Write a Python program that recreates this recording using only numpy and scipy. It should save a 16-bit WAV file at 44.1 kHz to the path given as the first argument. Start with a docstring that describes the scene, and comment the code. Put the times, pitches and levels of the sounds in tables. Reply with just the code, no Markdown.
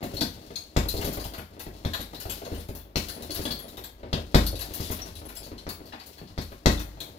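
"""Low noise and a creak come first, then a dull thump and the clink of a loose chain; fists soon hit a heavy bag.
Links are made of short noise bursts, ringing tones and tiny random contacts as the bag sways.
Punches are an inward pulse plus a noisy slap; thumps are soft noise, and both set low room tones booming.
Fading echoes make the small room, and a pair of microphones hears it, the right one shaded and duller."""
import sys
import numpy as np
from scipy import signal
from scipy.fft import rfft, irfft
from scipy.io import wavfile
from scipy.ndimage import uniform_filter1d

SR = 44100
rng = np.random.default_rng(int(sys.argv[2]) if len(sys.argv) > 2 else 0)


def dump(signal):
    """Clip the signal to [-1, 1] and save it as 16-bit WAV at the path in sys.argv[1]."""
    limited = np.clip(np.atleast_2d(signal).T, -1, 1)
    pcm = np.round(limited * 32767).astype(np.int16)
    wavfile.write(sys.argv[1], SR, pcm)


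N = 316638

# All source levels in these tables are relative: each sound adds its own offset.
# steady background noise: [pitch_hz, level_db]
FLOOR_NOISE = [(15, -35), (25, -46), (78, 32.5), (170, -13), (229, 3), (545, -33), (1190, 7.5),
               (2410, -5.5), (4250, -13), (8830, -13), (10400, -80), (14400, -69), (16000, -39)]
# how hard the bag sways: [start_s, creak_db, chain_rattle_db]
SWAY = [(0.0, -40, -47), (0.12, -47, -46), (0.6, -55, -54.5), (0.8, -57.5, -57), (0.98, -40, -48),
        (1.26, -49.5, -56.5), (1.4, -52, -66), (1.62, -52, -51), (2.16, -53.5, -55), (2.58, -50, -46.5),
        (2.82, -55.5, -85), (3.02, -56, -50), (3.14, -47, -48), (3.54, -47.5, -51), (3.94, -56.5, -71),
        (4.14, -48, -55), (4.3, -52.5, -55.5), (4.56, -50.5, -60), (4.86, -46, -39.5), (5.22, -49.5, -58),
        (5.76, -53, -58), (6.06, -54, -55), (6.64, -55.5, -59), (7.18, -54, -54)]
# low tones of room and ceiling: [pitch_hz, level_db, time_to_fall_60_db_s]
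BOOM_MODES = [(28.7, -56, 0.15), (52.1, -3.5, 0.6), (80.1, -2.5, 0.39), (93.1, -9.5, 0.34), (99, -7, 0.2)]
# thumps of feet and ceiling mount: [start_s, boom_db, knock_db, boom_tilt_db_per_octave]
THUMPS = [(0.02, -47, -33.5, 3), (0.13, -30.5, -40, 5.5), (0.206, -29.5, -27.5, -2),
          (0.498, -56, -42.5, -4), (0.849, -31, -37.5, 1), (0.934, -21.5, -36, 1), (0.984, -23.5, -38, -1),
          (1.037, -25, -39, -1), (1.068, -23, -32.5, -10), (1.166, -30.5, -36, 4), (1.246, -30, -39.5, -1),
          (1.376, -38, -43, 8), (1.659, -37, -40.5, 10), (1.988, -31, -43, -5), (2.126, -46, -41, -1),
          (2.248, -31, -37, 7), (2.286, -45, -43.5, -1), (2.412, -46, -40, 3), (2.458, -48, -38.5, 0),
          (2.511, -23, -37.5, -5), (2.574, -36, -45, 4), (2.682, -28, -39.5, 1), (2.743, -46, -45, 3),
          (3.288, -42, -39.5, 3), (3.384, -24, -39.5, -2), (3.447, -40, -33.5, -3), (3.499, -31, -37, -1),
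          (3.77, -39, -40, -4), (4.025, -34, -41, -1), (4.169, -34, -38.5, 2), (4.522, -33, -39.5, 7),
          (4.7, -37, -43.5, 3), (4.792, -27.5, -37.5, 6.5), (4.894, -29.5, -33, 8), (5.209, -45, -43.5, 5),
          (5.51, -34, -41, 3), (5.929, -49, -43.5, 11), (6.208, -48, -44.5, 1), (6.297, -43, -48.5, 3),
          (6.513, -40.5, -43.5, 7), (7.008, -61, -44.5, 3)]
# chain clinks: [start_s, clank_db, clank_hz, tinkle_minus_clank_db, low_scrape_minus_clank_db]
CLINKS = [(0.0308, -42, 4230, 0.5, -4), (0.14, -45.5, 2800, -1.5, -15), (0.167, -31.5, 4330, -17, -27),
          (0.2088, -20, 4450, -12.5, -18), (0.5564, -28, 4270, -21, -19.5), (0.8865, -26.5, 4200, -8, -29),
          (0.9444, -47, 4400, 3, -17), (0.9672, -33, 4300, -8, -26), (1.012, -33, 2820, -4.5, -2.5),
          (1.045, -30, 4470, -3, -22), (1.074, -52, 3700, 8, -8), (1.1284, -42, 4950, 5, -4.5),
          (1.1982, -34, 4600, -12, -12), (1.241, -34.5, 3350, -5, -15), (1.3362, -38.5, 4340, -8, -2),
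          (1.3784, -41.5, 2920, -4.5, 1), (1.5948, -39.5, 4670, -1.5, -2), (1.7997, -67, 4960, -23, -17),
          (1.935, -23.5, 3860, -16, -10.5), (1.9764, -43, 3770, -10, -11), (2.0044, -34, 3930, -10, -12),
          (2.1293, -46, 3700, -12, -20.5), (2.146, -34, 4130, -15.5, -15), (2.1996, -39, 4400, 1.5, -5.5),
          (2.253, -51, 3850, 3, -11), (2.2967, -28.5, 3030, -6, -13.5), (2.3176, -34, 3180, -10, -14),
          (2.4503, -38.5, 4300, -8, -6), (2.5145, -51, 4250, -3, -12), (2.547, -40, 2940, -9, -10),
          (2.5986, -42, 3760, -4.5, -12), (2.6857, -48, 4930, -0.5, -16), (2.7511, -44, 4350, 0.5, -6),
          (2.798, -47, 3430, -30, -13), (3.0853, -30.5, 4350, -8, -10), (3.1464, -57, 4260, -11, -14),
          (3.2224, -43, 3900, -1, -7), (3.3053, -28.5, 4570, -13, -19), (3.348, -35.5, 4160, 2, -5),
          (3.4158, -37.5, 4370, -2, -8), (3.4525, -23, 3260, -19, -17), (3.5078, -27, 4430, -13.5, -16),
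          (3.5913, -42, 3360, -5, -6), (3.681, -43, 3920, -3.5, -12), (3.7702, -37, 3770, -9, -10),
          (3.8383, -35.5, 3540, -9, -10), (4.4649, -26, 4400, -15, -22), (4.5547, -34, 4100, -9, -19),
          (4.5912, -35.5, 2710, -4.5, -6.5), (4.6106, -28.5, 4240, -10, -14.5),
          (4.7368, -34, 4080, -0.5, -10), (4.804, -33.5, 4850, -4, -13), (4.8453, -34.5, 3430, -8, -25),
          (4.9132, -37, 3460, 4, -2), (4.9878, -40, 4240, -18, -0.5), (5.0575, -46, 4970, 1.5, -1),
          (5.154, -38.5, 3690, -8.5, -20), (5.253, -49, 3050, -2, -8), (5.288, -43.5, 3200, -5, 0),
          (5.3523, -45, 4080, 4, -6), (5.3658, -39, 5130, -15, -9.5), (5.4304, -41.5, 4330, -5, -21),
          (5.447, -43, 4500, -9, -22), (5.5798, -35.5, 4240, -21, -21), (5.69, -32.5, 4470, -7, -8.5),
          (5.855, -48.5, 4530, -8, -21), (5.8895, -50, 4270, -25, -27), (5.924, -39.5, 3040, -29, 0),
          (5.9987, -41, 4580, -16, -5), (6.062, -47, 4170, 2, -15), (6.1795, -46, 4400, -9.5, -3.5),
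          (6.2731, -46.5, 4570, -24, -20), (6.4124, -39.5, 4400, -5.5, -13), (6.5194, -55.5, 3340, 0, 6),
          (6.7948, -37.5, 3400, -3, -2), (7.0034, -29.5, 3750, -12, -14)]
# ringing tones shared by the links: [pitch_hz, width_hz, level_db]
LINK_MODES = [(3350, 66, -1), (4560, 170, -14.5), (6700, 33, -12), (10170, 190, 8.5), (11580, 170, 6.5),
              (13600, 88, 7), (14000, 160, -18.5), (14700, 98, 3)]
# moments when one link rings out: [start_s, link_name, level_db]
LINK_NOTES = [(.14, "m", -50), (.557, "h", -47.5), (.558, "k", -50), (.559, "d", -42), (.883, "i", -39),
              (.884, "l", -35), (.887, "g", -38), (.97, "g", -50), (1.048, "j", -38.5), (1.129, "m", -52),
              (1.198, "d", -54), (1.207, "h", -47), (1.379, "i", -46), (1.599, "g", -46), (1.605, "l", -45),
              (1.933, "a", -37), (1.933, "k", -42), (2.005, "j", -39), (2.2, "m", -47), (2.3, "e", -36.5),
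              (2.318, "i", -36), (2.448, "d", -54), (2.579, "f", -47), (3.093, "g", -42), (3.147, "g", -48),
              (3.305, "d", -50), (3.315, "g", -38), (3.32, "n", -49), (3.345, "i", -36),
              (3.434, "h", -39.5), (3.469, "a", -40.5), (3.512, "k", -44), (3.518, "n", -49),
              (3.591, "i", -41), (3.619, "g", -45.5), (3.782, "k", -52), (3.837, "l", -44),
              (3.844, "e", -43), (4.36, "i", -37), (4.463, "l", -36), (4.464, "f", -38), (4.467, "i", -37),
              (4.469, "g", -38), (4.608, "i", -33.5), (4.642, "d", -62), (4.74, "h", -39),
              (4.743, "l", -39), (4.852, "g", -44), (4.908, "l", -39), (4.923, "g", -41), (5.016, "c", -43),
              (5.257, "g", -44.5), (5.286, "i", -47), (5.368, "e", -38.5), (5.369, "g", -41.5),
              (5.372, "i", -46), (5.69, "k", -46), (5.702, "n", -49), (5.923, "a", -45), (6.002, "k", -60),
              (6.777, "b", -49), (6.793, "c", -51), (6.794, "k", -48), (6.815, "f", -49)]
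# links with a clear tone of their own, by link_name: [middle_pitch_hz, time_to_fall_60_db_s]
LINK_TONES = {"a": (1700, .2), "b": (3560, .23), "c": (5780, .22), "d": (6560, .26), "e": (7600, .14),
              "f": (8750, .18), "g": (10140, .27), "h": (10290, .28), "i": (11590, .18), "j": (11800, .17),
              "k": (12890, .26), "l": (13980, .2), "m": (14680, .25), "n": (15720, .26)}
# punches: [start_s, knuckle_pulse_db, boom_db, boom_tilt_db_per_octave, body_db,
#           cover_slap_db, slap_delay_s, sizzle_db]
PUNCHES = [(0.7640, -14, -21, 1, -32, -24, 0.0035, -21),
           (1.8493, -23.5, -36.5, 15.5, -36, -35, 0.0014, -27.5),
           (2.95750, -19.5, -29, 0.5, -36, -22, 0.00097, -24),
           (4.1288, -20.5, -31, 5, -33, -27.5, 0.0029, -33),
           (4.345, -7.5, -13.5, -7, -21.5, -16.5, 0.003, -12.5),
           (5.6670, -26.5, -45.5, 13, -50, -44, 0.0016, -55),
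           (6.378, -24.5, -36.5, 9.5, -40.5, -36.5, 0.0053, -35),
           (6.6585, -8.5, -14.5, -5, -24, -16, 0.0012, -19)]
# tones of bag and walls: [pitch_hz, level_db, time_to_fall_60_db_s]
BODY_MODES = [(158.5, 6.5, 0.11), (150, -7.5, 0.23), (207, 1.5, 0.26), (227, 1, 0.24), (267, -32, 0.33),
              (299.5, -4.5, 0.46), (342, -13, 0.1), (399, -8, 0.35), (440, -34, 0.26)]
# how long echoes last: [pitch_hz, time_to_fall_60_db_s]
ECHO_TIMES = [(100, 0.56), (300, 0.27), (800, 0.27), (2000, 0.32), (5000, 0.23), (13000, 0.29)]
# how alike left and right are: [pitch_hz, likeness_0_to_1]
LIKENESS = [(100, 1), (300, 1), (600, 0.85), (1200, 0.35), (4000, 0.017), (13000, 0.035)]
# shading of the right microphone: [pitch_hz, left_minus_right_db]
SHADE = [(60, -2), (110, 6), (200, 2), (380, 2), (700, 0.5), (1290, 6), (2380, 9), (4400, 7), (8120, 22),
         (15000, 6.5)]
# colour of the microphones: [pitch_hz, level_db]
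MIC_COLOUR = [(100, 0.5), (300, 2), (700, -1.5), (1300, -6.5), (2500, -1.5), (4300, 7), (6500, -4.5),
              (8500, -11.5), (12000, -5.5), (15500, 0.5)]

FLOOR_DB, RUMBLE_MINUS_CREAK_DB = -59.0, -1
CLOSE_KNOCK_DB = -10.5  # thumps also come straight through the floor
DIP_DELAY_S, BOOM_DELAY_S, BODY_DELAY_S = 0.009, 0.0035, 0.0085
AFTER_DB, AFTER_T60_S = -4.5, 0.22  # small touches after each clink, against its tinkle
JOLT_DB, JOLT_T60_S = -9.5, 0.32  # each punch shakes the whole chain, against its slap
MIDDLE_DB, MIDDLE_SHARE = -2, 0.59  # the band between clank and tinkle leans to the tinkle
RIGHT_LAG_SAMPLES, CUTOFF_HZ = 12, 15880


def amp(db):
    """Turn decibels into a multiplier."""
    return 10 ** (np.asarray(db) / 20)


def rms_one(x):
    """Scale a sound to an average strength (rms) of one."""
    return x / np.sqrt(np.mean(x ** 2) + 1e-20)


def at_hz(points, hz):
    """Read a table between its points, with pitch on a log scale."""
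    pitches, values = np.array(points)[:, 0], np.array(points)[:, 1]
    return np.interp(np.log(hz), np.log(pitches), values)


def clicks(times, gains):
    """Put a one-sample click at each moment."""
    out = np.full(N, 1e-18)
    places = np.minimum((np.asarray(times) * SR).astype(int), N - 1)
    np.add.at(out, places, gains)
    return out


def band(x, low_hz, high_hz):
    """Keep mainly the sound between two pitches."""
    return signal.sosfilt(signal.butter(2, [low_hz, high_hz], "band", fs=SR, output="sos"), x)


def ring(x, hz, t60):
    """Let each click set a sine of height 1 ringing, which falls 60 dB in t60 seconds."""
    radius = amp(-60 / (max(t60, 0.002) * SR))
    angle = 2 * np.pi * hz / SR
    return signal.lfilter([0, np.sin(angle)], [1, -2 * radius * np.cos(angle), radius ** 2], x)


def struck(modes, times, level_db, tilt_db, contact_s):
    """Each blow sets every tone ringing, with uneven force; a long soft contact starts them slowly."""
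    chance_db = rng.normal(0, 1.5, (len(times), len(modes)))
    rings = 0
    for k, (hz, mode_db, t60) in enumerate(modes):
        octaves_up = np.log2(hz / modes[1][0])  # counted from the second tone
        blow_db = level_db + mode_db + tilt_db * octaves_up + chance_db[:, k]
        rings = rings + ring(clicks(times, amp(blow_db)), hz, t60)
    contact = np.hanning(int(contact_s * SR) + 3)
    return signal.fftconvolve(rings, contact / contact.sum())[:N]


def fades(times, level_db, t60):
    """Strength that jumps at each moment and then dies away."""
    return signal.lfilter([1], [1, -amp(-60 / (t60 * SR))], clicks(times, amp(level_db)))


def burst(times, level_db, t60, rise_s=0.0001):
    """Puffs of white noise that swell and die fast."""
    keep = np.exp(-1 / (rise_s * SR))
    envelope = signal.lfilter([1 - keep], [1, -keep], fades(times, level_db, t60))
    return envelope * rng.standard_normal(N)


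def grains(per_s, spread_db):
    """Random tiny contacts of uneven size, with an rms of one."""
    sizes = amp(spread_db * np.minimum(rng.exponential(1, N), 4))
    sizes = sizes * rng.choice([-1, 1], N)
    return rms_one(sizes * (rng.random(N) < per_s / SR))


def stereo_bands(size, shape):
    """Half-octave bands of stereo noise; deep bands are shared by both ears, high ones differ."""
    out, edges = 0, 22 * 2 ** np.arange(0, 9.9, 0.5)
    white = rng.standard_normal((2, 2, size))
    for k, (low_hz, high_hz) in enumerate(zip(edges, edges[1:])):
        mid, side = band(white[k % 2], low_hz, high_hz)
        hz = np.sqrt(low_hz * high_hz)
        alike = at_hz(LIKENESS, hz)
        pair = np.sqrt(1 + alike) * mid + np.sqrt(1 - alike) * side * [[1], [-1]]
        out = out + shape(hz) * pair
    return out


def room(x, direct_db, build_s, evenness):
    """Direct sound plus dense echoes that build up, then die at a different speed in each band."""
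    t = np.arange(SR // 2) / SR
    echoes = stereo_bands(len(t), lambda hz: amp(-60 * t / at_hz(ECHO_TIMES, hz)))
    spectrum = rfft(echoes * (1 - np.exp(-t / build_s)))
    # partly level the peaks and dips of the echo noise, for a smoother room sound
    height = np.abs(spectrum) + 1e-9
    spectrum *= (uniform_filter1d(height, size=101) / height) ** evenness
    echoes = irfft(spectrum)[:, :SR // 3]
    echoes /= np.sqrt(np.sum(echoes ** 2) / 2)
    echoes[:, 0] = amp(direct_db)
    return signal.fftconvolve(x[None], echoes, axes=1)[:, :N]


def background():
    """Steady stereo noise, with its strength set band by band."""
    noise = stereo_bands(N, lambda hz: amp(at_hz(FLOOR_NOISE, hz)))
    return amp(FLOOR_DB) * rms_one(noise)


def creak(creak_db):
    """Many tiny contacts creak as the bag sways."""
    return amp(creak_db) * rms_one(band(grains(per_s=96, spread_db=3.5), 130, 870))


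def mount_rumble(creak_db):
    """Random shaking of the mount keeps the low room tones going, here with longer ringing."""
    shaking = grains(per_s=22, spread_db=2)
    tones = sum(amp(db) * ring(shaking, hz, t60 * 1.75) for hz, db, t60 in BOOM_MODES)
    return amp(creak_db + RUMBLE_MINUS_CREAK_DB) * rms_one(tones)


def thumps():
    """Dull knocks through floor and ceiling; the boards dip first and the boom follows."""
    s, boom_db, knock_db, tilt_db = np.transpose(THUMPS)
    knock = band(burst(s + 0.00522, knock_db + 29.5, t60=0.019, rise_s=0.0035), 82, 852)
    # the minus sign makes the boards dip first
    boom = -struck(BOOM_MODES, s + DIP_DELAY_S, boom_db - 7, tilt_db, contact_s=0.0027)
    return knock, boom


def small_touches(rattle_db, s, tinkle_db):
    """Tiny link contacts that follow the sway, trail each clink and flare up with each punch."""
    after = fades(s, tinkle_db + AFTER_DB, AFTER_T60_S)
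    hit_s, *_, slap_db, _, _ = np.transpose(PUNCHES)
    jolt = fades(hit_s, slap_db + JOLT_DB, JOLT_T60_S)
    return (amp(rattle_db) + after + jolt) * grains(per_s=200, spread_db=4.0)


def steel_scrapes(s, low_db, clank_db, middle_db, tinkle_db):
    """Steel scrapes on steel: short noise bursts in four bands, from low scrape to tinkle."""
    out = band(burst(s, low_db + 20.5, t60=0.049, rise_s=0.0028), 590, 1840)
    out += band(burst(s, clank_db + 1.5, t60=0.015, rise_s=0.00033), 2600, 5780)
    out += band(burst(s, middle_db + 14.5, t60=0.019, rise_s=0.0029), 5800, 9600)
    out += band(burst(s, tinkle_db + 13.5, t60=0.045, rise_s=0.0026), 10200, 13100)
    return out


def link_ringing(s, clank_db, tinkle_db, touches):
    """Knocks and small touches set the shared tones of the links ringing; wide tones die sooner."""
    out = np.zeros(N)
    chance_db = rng.normal(0, 4, (len(s), len(LINK_MODES)))
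    for k, (hz, width_hz, db) in enumerate(LINK_MODES):
        level_db = clank_db - 13.5 if hz < 5500 else tinkle_db - 2
        blows = clicks(s, amp(level_db + db + chance_db[:, k])) + amp(db - 46) * touches
        out += ring(blows, hz, t60=np.log(1000) / (np.pi * width_hz))
    return out


def rubbed_shackle(s, clank_db, clank_hz):
    """Fading noise rubs the damped shackle, which answers briefly at the clank pitch."""
    out, t = np.zeros(N), np.arange(SR // 4) / SR
    rub = rng.standard_normal((len(s), len(t))) * amp(-60 * t / 0.03)
    for k, at in enumerate((s * SR).astype(int)):
        clank = amp(clank_db[k] - 16.5) * ring(rub[k], clank_hz[k], t60=0.0077)
        out[at:at + len(t)] += clank[:N - at]
    return out


def chain(rattle_db):
    """Links knock with a short scrape, their tones ring, and small touches fill in."""
    s, clank_db, clank_hz, bright_db, dull_db = np.transpose(CLINKS)
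    low_db, tinkle_db = clank_db + dull_db, clank_db + bright_db
    middle_db = clank_db + MIDDLE_DB + MIDDLE_SHARE * bright_db
    touches = small_touches(rattle_db, s, tinkle_db)
    out = steel_scrapes(s, low_db, clank_db, middle_db, tinkle_db)
    out += amp(-6.0) * band(touches, 570, 12200)
    out += link_ringing(s, clank_db, tinkle_db, touches)
    return out + rubbed_shackle(s, clank_db, clank_hz)


def link_notes(split_hz, rise_s):
    """Each link rings with one tone, which wavers in the room differently at each microphone."""
    out, t = np.zeros((2, N)), np.arange(SR // 3) / SR
    # four close sines make the waver; axes: note, pitch or phase, microphone, sine, time
    chance = rng.uniform(-0.88, 1, (len(LINK_NOTES), 2, 2, 4, 1))
    for (s, link, db), (split, phase) in zip(LINK_NOTES, chance):
        hz, t60 = LINK_TONES[link]
        sines = np.sin(2 * np.pi * (hz + split_hz * split) * t + np.pi * phase)
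        wavering_tone = sines.sum(axis=1)
        envelope = amp(db - 60 * t / t60) * (1 - np.exp(-t / rise_s))
        at = int(s * SR)
        out[:, at:at + len(t)] += (envelope * wavering_tone)[:, :N - at]
    return out


def punches():
    """Knuckles push in, the cover slaps, the shoved bag sounds and the room booms."""
    s, pulse_db, boom_db, tilt_db, body_db, slap_db, delay_s, sizzle_db = np.transpose(PUNCHES)
    # knuckles on padding: under a millisecond
    pulse = -np.convolve(clicks(s, amp(pulse_db + 11)), np.hanning(30))[:N]
    first_touch = burst(s, slap_db + 3, t60=0.016)
    flat_slap = burst(s + delay_s, slap_db + 15.5, t60=0.0044)
    slap = band(band(first_touch + flat_slap, 1600, 7100), 950, 7400)
    sizzle = band(burst(s + delay_s, sizzle_db, t60=0.022), 10700, 13400)
    boom = struck(BOOM_MODES, s + BOOM_DELAY_S, boom_db + 2, tilt_db, contact_s=0.0063)
    body = struck(BODY_MODES, s + BODY_DELAY_S, body_db - 0.5, 0, contact_s=0.00075)
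    return pulse + slap + sizzle, boom + body


def scene():
    """Bring all sources together in the room, over steady noise."""
    s, *columns = np.transpose(SWAY)
    creak_db, rattle_db = [np.interp(np.arange(N) / SR, s, column) for column in columns]
    knock, thump_boom = thumps()
    hit, punch_boom = punches()
    near_sources = hit + knock + creak(creak_db)
    near = room(near_sources, direct_db=-4, build_s=0.00056, evenness=0.57)
    near += amp(CLOSE_KNOCK_DB) * knock
    # the chain hangs far up, in a corner of echoes
    overhead = room(chain(rattle_db), direct_db=-5.0, build_s=0.002, evenness=0.77)
    ringing = link_notes(split_hz=89, rise_s=0.00063)
    low_sounds = punch_boom + thump_boom + mount_rumble(creak_db)
    return near + overhead + ringing + low_sounds + background()


def record(dry):
    """Colour both microphones, shade and delay the right one, round the peaks and cut the top."""
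    grid = np.linspace(0, 1, 257)
    hz = np.linspace(1, SR / 2, 257)
    heard = []
    for x, side in zip(dry, (0.5, -0.5)):
        gain = amp(at_hz(MIC_COLOUR, hz) + side * at_hz(SHADE, hz))
        # squared because minimum_phase takes the square root of the gain
        port = signal.minimum_phase(signal.firwin2(511, grid, gain ** 2))
        heard.append(signal.lfilter(port, 1, x))
    left, right = heard
    pair = np.array([left, np.pad(right, (RIGHT_LAG_SAMPLES, 0))[:N]])
    pair /= (1 + (pair / 0.96) ** 6) ** (1 / 6)  # round the peaks
    return signal.sosfilt(signal.ellip(14, 0.5, 90, CUTOFF_HZ, fs=SR, output="sos"), pair)


dry = scene()
out = record(dry)
dump(out)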